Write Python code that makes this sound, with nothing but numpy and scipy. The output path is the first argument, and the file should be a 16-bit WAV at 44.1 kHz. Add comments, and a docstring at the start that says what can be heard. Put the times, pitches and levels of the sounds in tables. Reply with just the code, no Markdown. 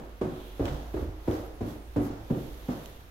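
"""Someone walks down a wooden staircase in a bare stairwell.
From the start, each footfall thuds on its own tread and sets the whole flight ringing, while the
building hums low and clothes swish. Cloth slides softly twice in the first second. From about 0.6 s,
boards bump as the weight rolls on, with dry ticks and scuffing soles. Midway, quick rubs of cloth
whistle faintly. The last step lands near 2.7 s, followed by one bright tick like a zip pull."""
import sys
import numpy as np
from scipy import signal
from scipy.fft import rfft, irfft
from scipy.io import wavfile

SR = 44100
rng = np.random.default_rng(int(sys.argv[2]) if len(sys.argv) > 2 else 0)


def inscribe(sig):
    """Save sig as 16-bit PCM at rate SR to the path in sys.argv[1].

    A 1-D sig is mono; a 2-D sig holds one channel per row.
    Samples are clipped to [-1, 1] before scaling.
    """
    pcm = np.round(np.clip(np.atleast_2d(sig).T, -1, 1) * 32767)
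    wavfile.write(sys.argv[1], SR, pcm.astype(np.int16))


N = 136710


def amp(db):
    """Turns decibels into a gain to multiply by."""
    return 10 ** (np.asarray(db) / 20)


def unit(x):
    """Scales a signal to an average (rms) size of 1."""
    return x / np.sqrt(np.mean(x ** 2) + 1e-20)


def read(points, hz):
    """Looks up a value between (frequency, value) points, spaced as pitch is heard."""
    f, value = np.transpose(points)
    return np.interp(np.log(hz + 1), np.log(f + 1), value)


def level(points):
    """Joins (time, level) points into a gain for every sample."""
    return amp(np.interp(np.arange(N) / SR, *np.transpose(points)))


def add(mix, s, sound):
    """Mixes a sound in at s seconds, cutting off what falls outside."""
    at = round(s * SR)
    sound = sound[..., max(-at, 0):]
    part = mix[:, max(at, 0):][:, :sound.shape[-1]]
    part += sound[..., :part.shape[1]]


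def wander(hz, size):
    """A smooth random wobble, up to about hz times a second."""
    f = np.fft.rfftfreq(size, 1 / SR)
    return unit(irfft(rfft(rng.standard_normal(size)) * np.exp(-(f / hz) ** 2), size))


def pulse(colour, size=4096):
    """One click with a sudden start; its colour says how strong each frequency is."""
    log_gain = np.log(amp(read(colour, abs(np.fft.fftfreq(size, 1 / SR)))))
    click = np.fft.ifft(np.exp(np.conj(signal.hilbert(log_gain)))).real
    return click[None] / np.linalg.norm(click)


# How alike left and right are (frequency [Hz], likeness [1 = same, 0 = unrelated])
STEREO_LIKENESS = [(100, 0.95), (280, 0.82), (550, 0.61), (1000, -0.13), (4000, -0.012)]
def noise(colour, size):
    """Noise from all around: alike on both sides in the bass, unrelated in the treble."""
    hz = np.fft.rfftfreq(size, 1 / SR)
    mid, side = np.exp(2j * np.pi * rng.random((2, len(hz))))
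    same = np.clip(read(STEREO_LIKENESS, hz), -1, 1)
    mid, side = mid * np.sqrt(1 + same), side * np.sqrt(1 - same)
    return unit(irfft(np.array([mid + side, mid - side]) * amp(read(colour, hz)), size))


def decay(t, ring_s):
    """A fade that falls by 60 dB in the ring time, ring_s."""
    return np.exp(-np.log(1000) * t / ring_s)


BUILD_CYCLES, SAG_SHARE, SAG_S = 0.77, 0.098, 0.017
def ring(hz, ring_s, sag=0):
    """One note of the wood swells and dies; with sag, it starts sharp and drops under the load."""
    t = np.arange(SR) / SR
    turns = hz * (t + sag * SAG_S * (1 - np.exp(-t / SAG_S)))
    return np.sin(2 * np.pi * turns) * (1 - np.exp(-t * hz / BUILD_CYCLES)) * decay(t, ring_s)


# How long the bare walls echo (frequency [Hz], ring time [s])
ECHO_TIMES = [(60, 1), (160, 0.49), (420, 0.84), (1100, 0.89), (3000, 0.8), (12000, 1)]
def stairwell_echo(colour):
    """Sound bouncing between the walls: noise in which each frequency dies at its own pace."""
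    hz, t, bands = signal.stft(noise(colour, SR), SR, nperseg=512)
    faded = bands * decay(t, read(ECHO_TIMES, hz)[:, None])
    return signal.istft(faded, SR, nperseg=512)[1][:, :SR]


# The five bands of a thud, low to high (frequency [Hz])
THUD_BANDS = [60, 140, 310, 580, 1200]
# Treble of a thud (frequency [Hz], level against the top band [dB])
THUD_TREBLE = [(2300, -12), (4000, -20.5), (7000, -25), (15000, -38)]
# Notes of the whole flight of stairs (pitch [Hz], relative level [dB], ring time [s])
FLIGHT_NOTES = [(57, -4.5, 0.32), (76.8, 1, 0.37), (105.1, 8.5, 0.39), (239.4, -1, 0.51),
                (289.7, -4.5, 0.64), (321.5, -11, 1), (373.6, -3, 0.49), (472.7, -9.5, 0.63),
                (516.6, -8.5, 0.53), (616, -4.5, 0.12)]
KNOCK_DB, HEEL_DB, BODY_DB, ECHO_DB, FLIGHT_DB = 16.5, 9, -5.5, -3.5, -1.5
RISE_S, HEEL_S, BODY_RING_S, LOW_CUT_HZ = 0.0069, 0.0045, 0.17, 105
def thud(bands_db):
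    """A heel knocks the wood, which shudders and rings while the stairwell echoes."""
    t, hz = np.arange(SR) / SR, np.arange(SR // 2 + 1)
    bands = list(zip(THUD_BANDS, bands_db))
    per_hz = [(f, db - 10 * np.log10(f * np.log(2))) for f, db in bands]  # spread over an octave
    per_hz += [(f, per_hz[-1][1] + db) for f, db in THUD_TREBLE]
    colour = np.column_stack([hz, read(per_hz, hz)])
    strength = np.linalg.norm(amp(colour[:, 1]))
    knock = amp(KNOCK_DB) * pulse(colour, SR)
    fade = amp(HEEL_DB) * np.exp(-t / HEEL_S) + amp(BODY_DB) * decay(t, BODY_RING_S)
    shudder = noise(colour, SR) * fade * np.minimum(t / RISE_S, 1)
    echo = amp(ECHO_DB) * stairwell_echo(colour) * (1 - np.exp(-t / 0.0076))
    low_cut = signal.butter(4, LOW_CUT_HZ, "high", fs=SR, output="sos")
    flight = sum((-1) ** k * amp(FLIGHT_DB + db + read(bands, f)) * ring(f, ring_s)
                 for k, (f, db, ring_s) in enumerate(FLIGHT_NOTES))
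    return strength * signal.sosfilt(low_cut, knock + shudder + echo) + flight


# Steps (time [s], five thud band levels [dB], tread pitch [Hz], tread level [dB], ring time [s])
FOOTFALLS = [(-.11, -62, -35, -35.5, -35.5, -42, 225.4, -15, 0.23),
             (.213, -54, -29, -30, -33, -41, 364, -34, 0.95),
             (.596, -23, -37.5, -28, -31, -46, 288.4, -30, 0.55),
             (.940, -24.5, -69, -30, -38, -46.5, 312.9, -37.5, 1),
             (1.277, -27, -38, -27, -30, -43.5, 312.6, -22.5, 0.36),
             (1.608, -36.5, -34.5, -30, -39, -47.5, 276, -45, 0.052),
             (1.962, -32, -30.5, -26, -32.5, -41.5, 286.3, -23, 0.46),
             (2.301, -71, -27.5, -28.5, -35, -47, 235.6, -40, 0.24),
             (2.685, -72, -32, -36, -37.5, -46.5, 245.6, -25.5, 0.23)]
def footfalls():
    """Each foot lands with a thud and rings the note of its own tread, the board it steps on."""
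    out = np.zeros((2, N))
    for s, *bands_db, hz, db, ring_s in FOOTFALLS:
        add(out, s, thud(bands_db) + amp(db) * ring(hz, ring_s, SAG_SHARE))
    return out


# Colour of the background air (frequency [Hz], relative level [dB])
AIR_COLOUR = [(25, 1), (75, 0.5), (150, -17), (320, -17.5), (1200, -20.5), (2500, -25.5), (9000, -43)]
# Loudness of the hum (time [s], level [dB])
HUM_LOUDNESS = [(0, -48.5), (.5, -47), (.85, -40.5), (1.2, -45), (2.87, -48), (3.03, -56)]
AIR_DB, HUM_HZ, HUM_DRIFT_HZ, HUM_WAVER = -50.5, 52.45, 2.34, 0.32
def building():
    """A soft rush of air, and a low hum that wavers in pitch and loudness."""
    hz = HUM_HZ + HUM_DRIFT_HZ * wander(5.54, N)
    hum = np.sin(2 * np.pi * np.cumsum(hz) / SR) * (1 + HUM_WAVER * wander(48, N))
    return amp(AIR_DB) * noise(AIR_COLOUR, N) + level(HUM_LOUDNESS) * unit(hum)


# Loudness of the clothes (time [s], level [dB])
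SWISH_LOUDNESS = [(.17, -61.5), (.3, -57.5), (.45, -54.5), (.8, -56), (1.02, -53), (1.13, -63.5),
                  (1.23, -57.5), (1.35, -49.5), (1.56, -62.5), (1.7, -50), (1.83, -62.5), (1.97, -55.5),
                  (2.14, -61), (2.4, -50), (2.6, -52.5), (2.85, -50.5), (3.1, -60)]
# Colour of their swish (frequency [Hz], relative level [dB])
SWISH_HISS = [(500, 13.5), (2300, 1.5), (3600, 4.5), (4900, -3.5), (6300, -2), (7800, -8.5), (10700, -5.5),
              (11750, 2), (12500, -4), (13300, -1), (14500, -7)]
def clothes_swish():
    """Moving fabric hisses with a slight flutter."""
    hiss = noise(SWISH_HISS, N)
    flutter_db = 0.77 * wander(140, N)
    return level(SWISH_LOUDNESS) * unit(hiss * amp(flutter_db))


# Soft strokes, as of a sleeve (time [s], half length [s], level [dB])
CLOTH_SLIDES = [(0.434, 0.16, -57.5), (0.733, 0.11, -56.5)]
# Colour of a stroke (frequency [Hz], relative level [dB])
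SLIDE_HISS = [(2200, -13), (3300, -3), (4000, -8), (5000, -25), (12000, -21)]
def cloth_slides():
    """Cloth slides along something: a narrow hiss swells and fades."""
    t = np.arange(N) / SR
    swells = sum(amp(db) * np.exp(-((t - s) / half) ** 2) for s, half, db in CLOTH_SLIDES)
    return swells * noise(SLIDE_HISS, N)


# Bumps of the boards (time [s], level [dB], pitch [Hz], ring time [s])
BOARD_BUMPS = [(.683, -30, 55.4, 0.47), (0.702, -32.5, 143.7, 0.4), (.968, -29, 364, 0.21),
               (1.004, -29.5, 76.7, 0.54), (1.023, -26.5, 280, 0.07), (1.077, -31.5, 106, 0.19),
               (1.309, -30.5, 336, 0.11), (1.756, -37.5, 292.3, 0.18), (2.004, -25, 294, 0.13),
               (2.099, -37, 106.2, 0.6), (2.317, -31, 127.3, 0.29), (2.346, -28.5, 345, .11),
               (2.43, -33, 125, 0.2), (2.463, -33.5, 37.7, 0.37), (.606, -26.5, 271, 0.18)]
def board_bumps():
    """A board takes the weight with a dull knock and a sagging note."""
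    out, t = np.zeros((2, N)), np.arange(SR) / SR
    rise = np.minimum(t / 0.0037, 1)
    for s, db, hz, ring_s in BOARD_BUMPS:
        colour = [(hz / 2, -6), (hz, 0), (hz * 4, -18), (hz * 20, -55), (SR / 2, -80)]
        knock = amp(-5.5) * noise(colour, SR) * decay(t, ring_s)
        add(out, s, amp(db) * (ring(hz, ring_s, SAG_SHARE) + knock) * rise)
    return out


# Dry ticks (time [s], level [dB], length [s], extra brightness [dB per octave])
DRY_TICKS = [(0.6548, -15, 0.0025, 0), (.664, -15, 0.0046, -5.5), (0.68, -11.5, 0.0053, -6.5),
             (0.685, -21.5, 0.0048, -1.5), (1.3125, -24.5, 0.0014, 3.5), (2.706, -29, 0.004, 0),
             (2.859, -23.5, 0.00094, 6)]
# Colour of a tick (frequency [Hz], relative level [dB])
DRY_TICK_COLOUR = [(100, -27), (450, 0), (2000, -0.5), (3400, 3), (4700, -11), (7500, -10), (10000, -20)]
TICK_ECHO_DB = -7.5
def dry_ticks():
    """Short dry ticks; the last is near and bright, like a zip pull."""
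    out, t = np.zeros((2, N)), np.arange(SR) / SR
    for s, db, length, bright_db in DRY_TICKS:
        colour = [(hz, band_db + bright_db * np.log2(hz)) for hz, band_db in DRY_TICK_COLOUR]
        burst = rng.choice([-1, 1], (2, SR)) * np.exp(-t / length)
        crack = signal.oaconvolve(burst, pulse(colour))[:, :SR]
        echo = stairwell_echo(colour) * (1 - np.exp(-t / length))
        add(out, s, amp(db) * (unit(crack) + amp(TICK_ECHO_DB) * unit(echo)) / np.sqrt(SR))
    return out


# Scuffs of the soles (time [s], level [dB], rise [s], fade [s])
SOLE_SCUFFS = [(.675, -44, 0.061, 0.15), (.99, -58.5, 0.024, 0.26), (1.333, -44.5, 0.033, 0.083),
               (1.70, -54, 0.11, 0.089), (2.05, -48.5, 0.027, 0.17), (2.715, -47.5, 0.022, 0.086)]
# Colour of a sole rubbing wood (frequency [Hz], relative level [dB])
SOLE_COLOUR = [(200, -14), (700, 21.5), (1700, 9), (2400, 0), (3600, -0.5), (6000, -1.5), (9000, -13.5),
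               (15000, -13)]
GRIT_PER_S, GRIT_SPREAD_DB, GRIT_DB, ROUGHNESS_DB = 560, 2, -2.5, 0.5
def sole_scuffs():
    """A sole settles on the tread: the rubbing hisses and grains of grit click."""
    t = np.arange(N) / SR
    press = sum(amp(db) * np.exp(-np.maximum((s - t) / rise, (t - s) / fade))
                for s, db, rise, fade in SOLE_SCUFFS)
    sizes = amp(GRIT_SPREAD_DB * np.minimum(rng.exponential(1, N), 2))
    grains = sizes * (rng.random(N) < GRIT_PER_S / SR) * rng.choice([-1, 1], (2, N))
    grit = signal.oaconvolve(grains, pulse(SOLE_COLOUR))[:, :N]
    hiss = noise(SOLE_COLOUR, N) * amp(ROUGHNESS_DB * wander(590, N))
    return press * (unit(hiss) + amp(GRIT_DB) * unit(grit))


# Quick rubs (time [s], half length [s], hiss [dB], whistle [dB], pitch [Hz], arch [share of pitch])
CLOTH_RUBS = [(1.46, 0.019, -83, -60.5, 11860, 0.085), (1.556, 0.018, -72, -66, 11000, .04),
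              (1.698, 0.045, -60.5, -68, 11600, 0.049), (1.852, 0.09, -69, -71, 8700, -.12),
              (2.047, 0.036, -57.5, -58, 11750, 0.053)]
# Colour of a rub (frequency [Hz], relative level [dB])
RUB_HISS = [(2000, -19), (6000, -1), (12000, -3), (15500, -3)]
JITTER_SHARE = 0.02
def cloth_rubs():
    """Quickly rubbed cloth hisses and its weave whistles, the pitch bending with the speed."""
    out, t = np.zeros((2, N)), np.arange(N) / SR
    hiss = noise(RUB_HISS, N)
    jitter = 1 + JITTER_SHARE * wander(790, N)
    for s, half, hiss_db, whistle_db, mid_hz, arch in CLOTH_RUBS:
        away = ((t - s) / half) ** 2  # 0 in the middle of the rub
        hz = mid_hz * (1 - arch * np.minimum(away, 2)) * jitter
        whistle = np.sin(2 * np.pi * np.cumsum(hz) / SR)
        out += np.exp(-away) * (amp(hiss_db) * hiss + amp(whistle_db) * whistle)
    return out


def scene():
    """All the sounds of the stairwell, added together."""
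    return (footfalls() + building() + clothes_swish() + cloth_slides()
            + board_bumps() + dry_ticks() + sole_scuffs() + cloth_rubs())


# Balance of the two sides (frequency [Hz], left minus right [dB])
STEREO_BALANCE = [(60, -2.5), (280, -0.9), (1200, -1.25), (8000, -2.2), (12000, -7.5)]
HIGH_CUT_HZ = 15800
def record(dry):
    """The right microphone hears more, above all in the treble; the very highest sounds are cut."""
    tilt_db = read(STEREO_BALANCE, np.fft.rfftfreq(2 * N, 1 / SR))
    gains = amp(np.array([tilt_db, -tilt_db]) / 2)
    heard = irfft(rfft(dry, 2 * N) * gains)[:, :N]
    high_cut = signal.ellip(12, .1, 90, HIGH_CUT_HZ, fs=SR, output="sos")
    return signal.sosfilt(high_cut, heard)


dry = scene()
out = record(dry)
inscribe(out)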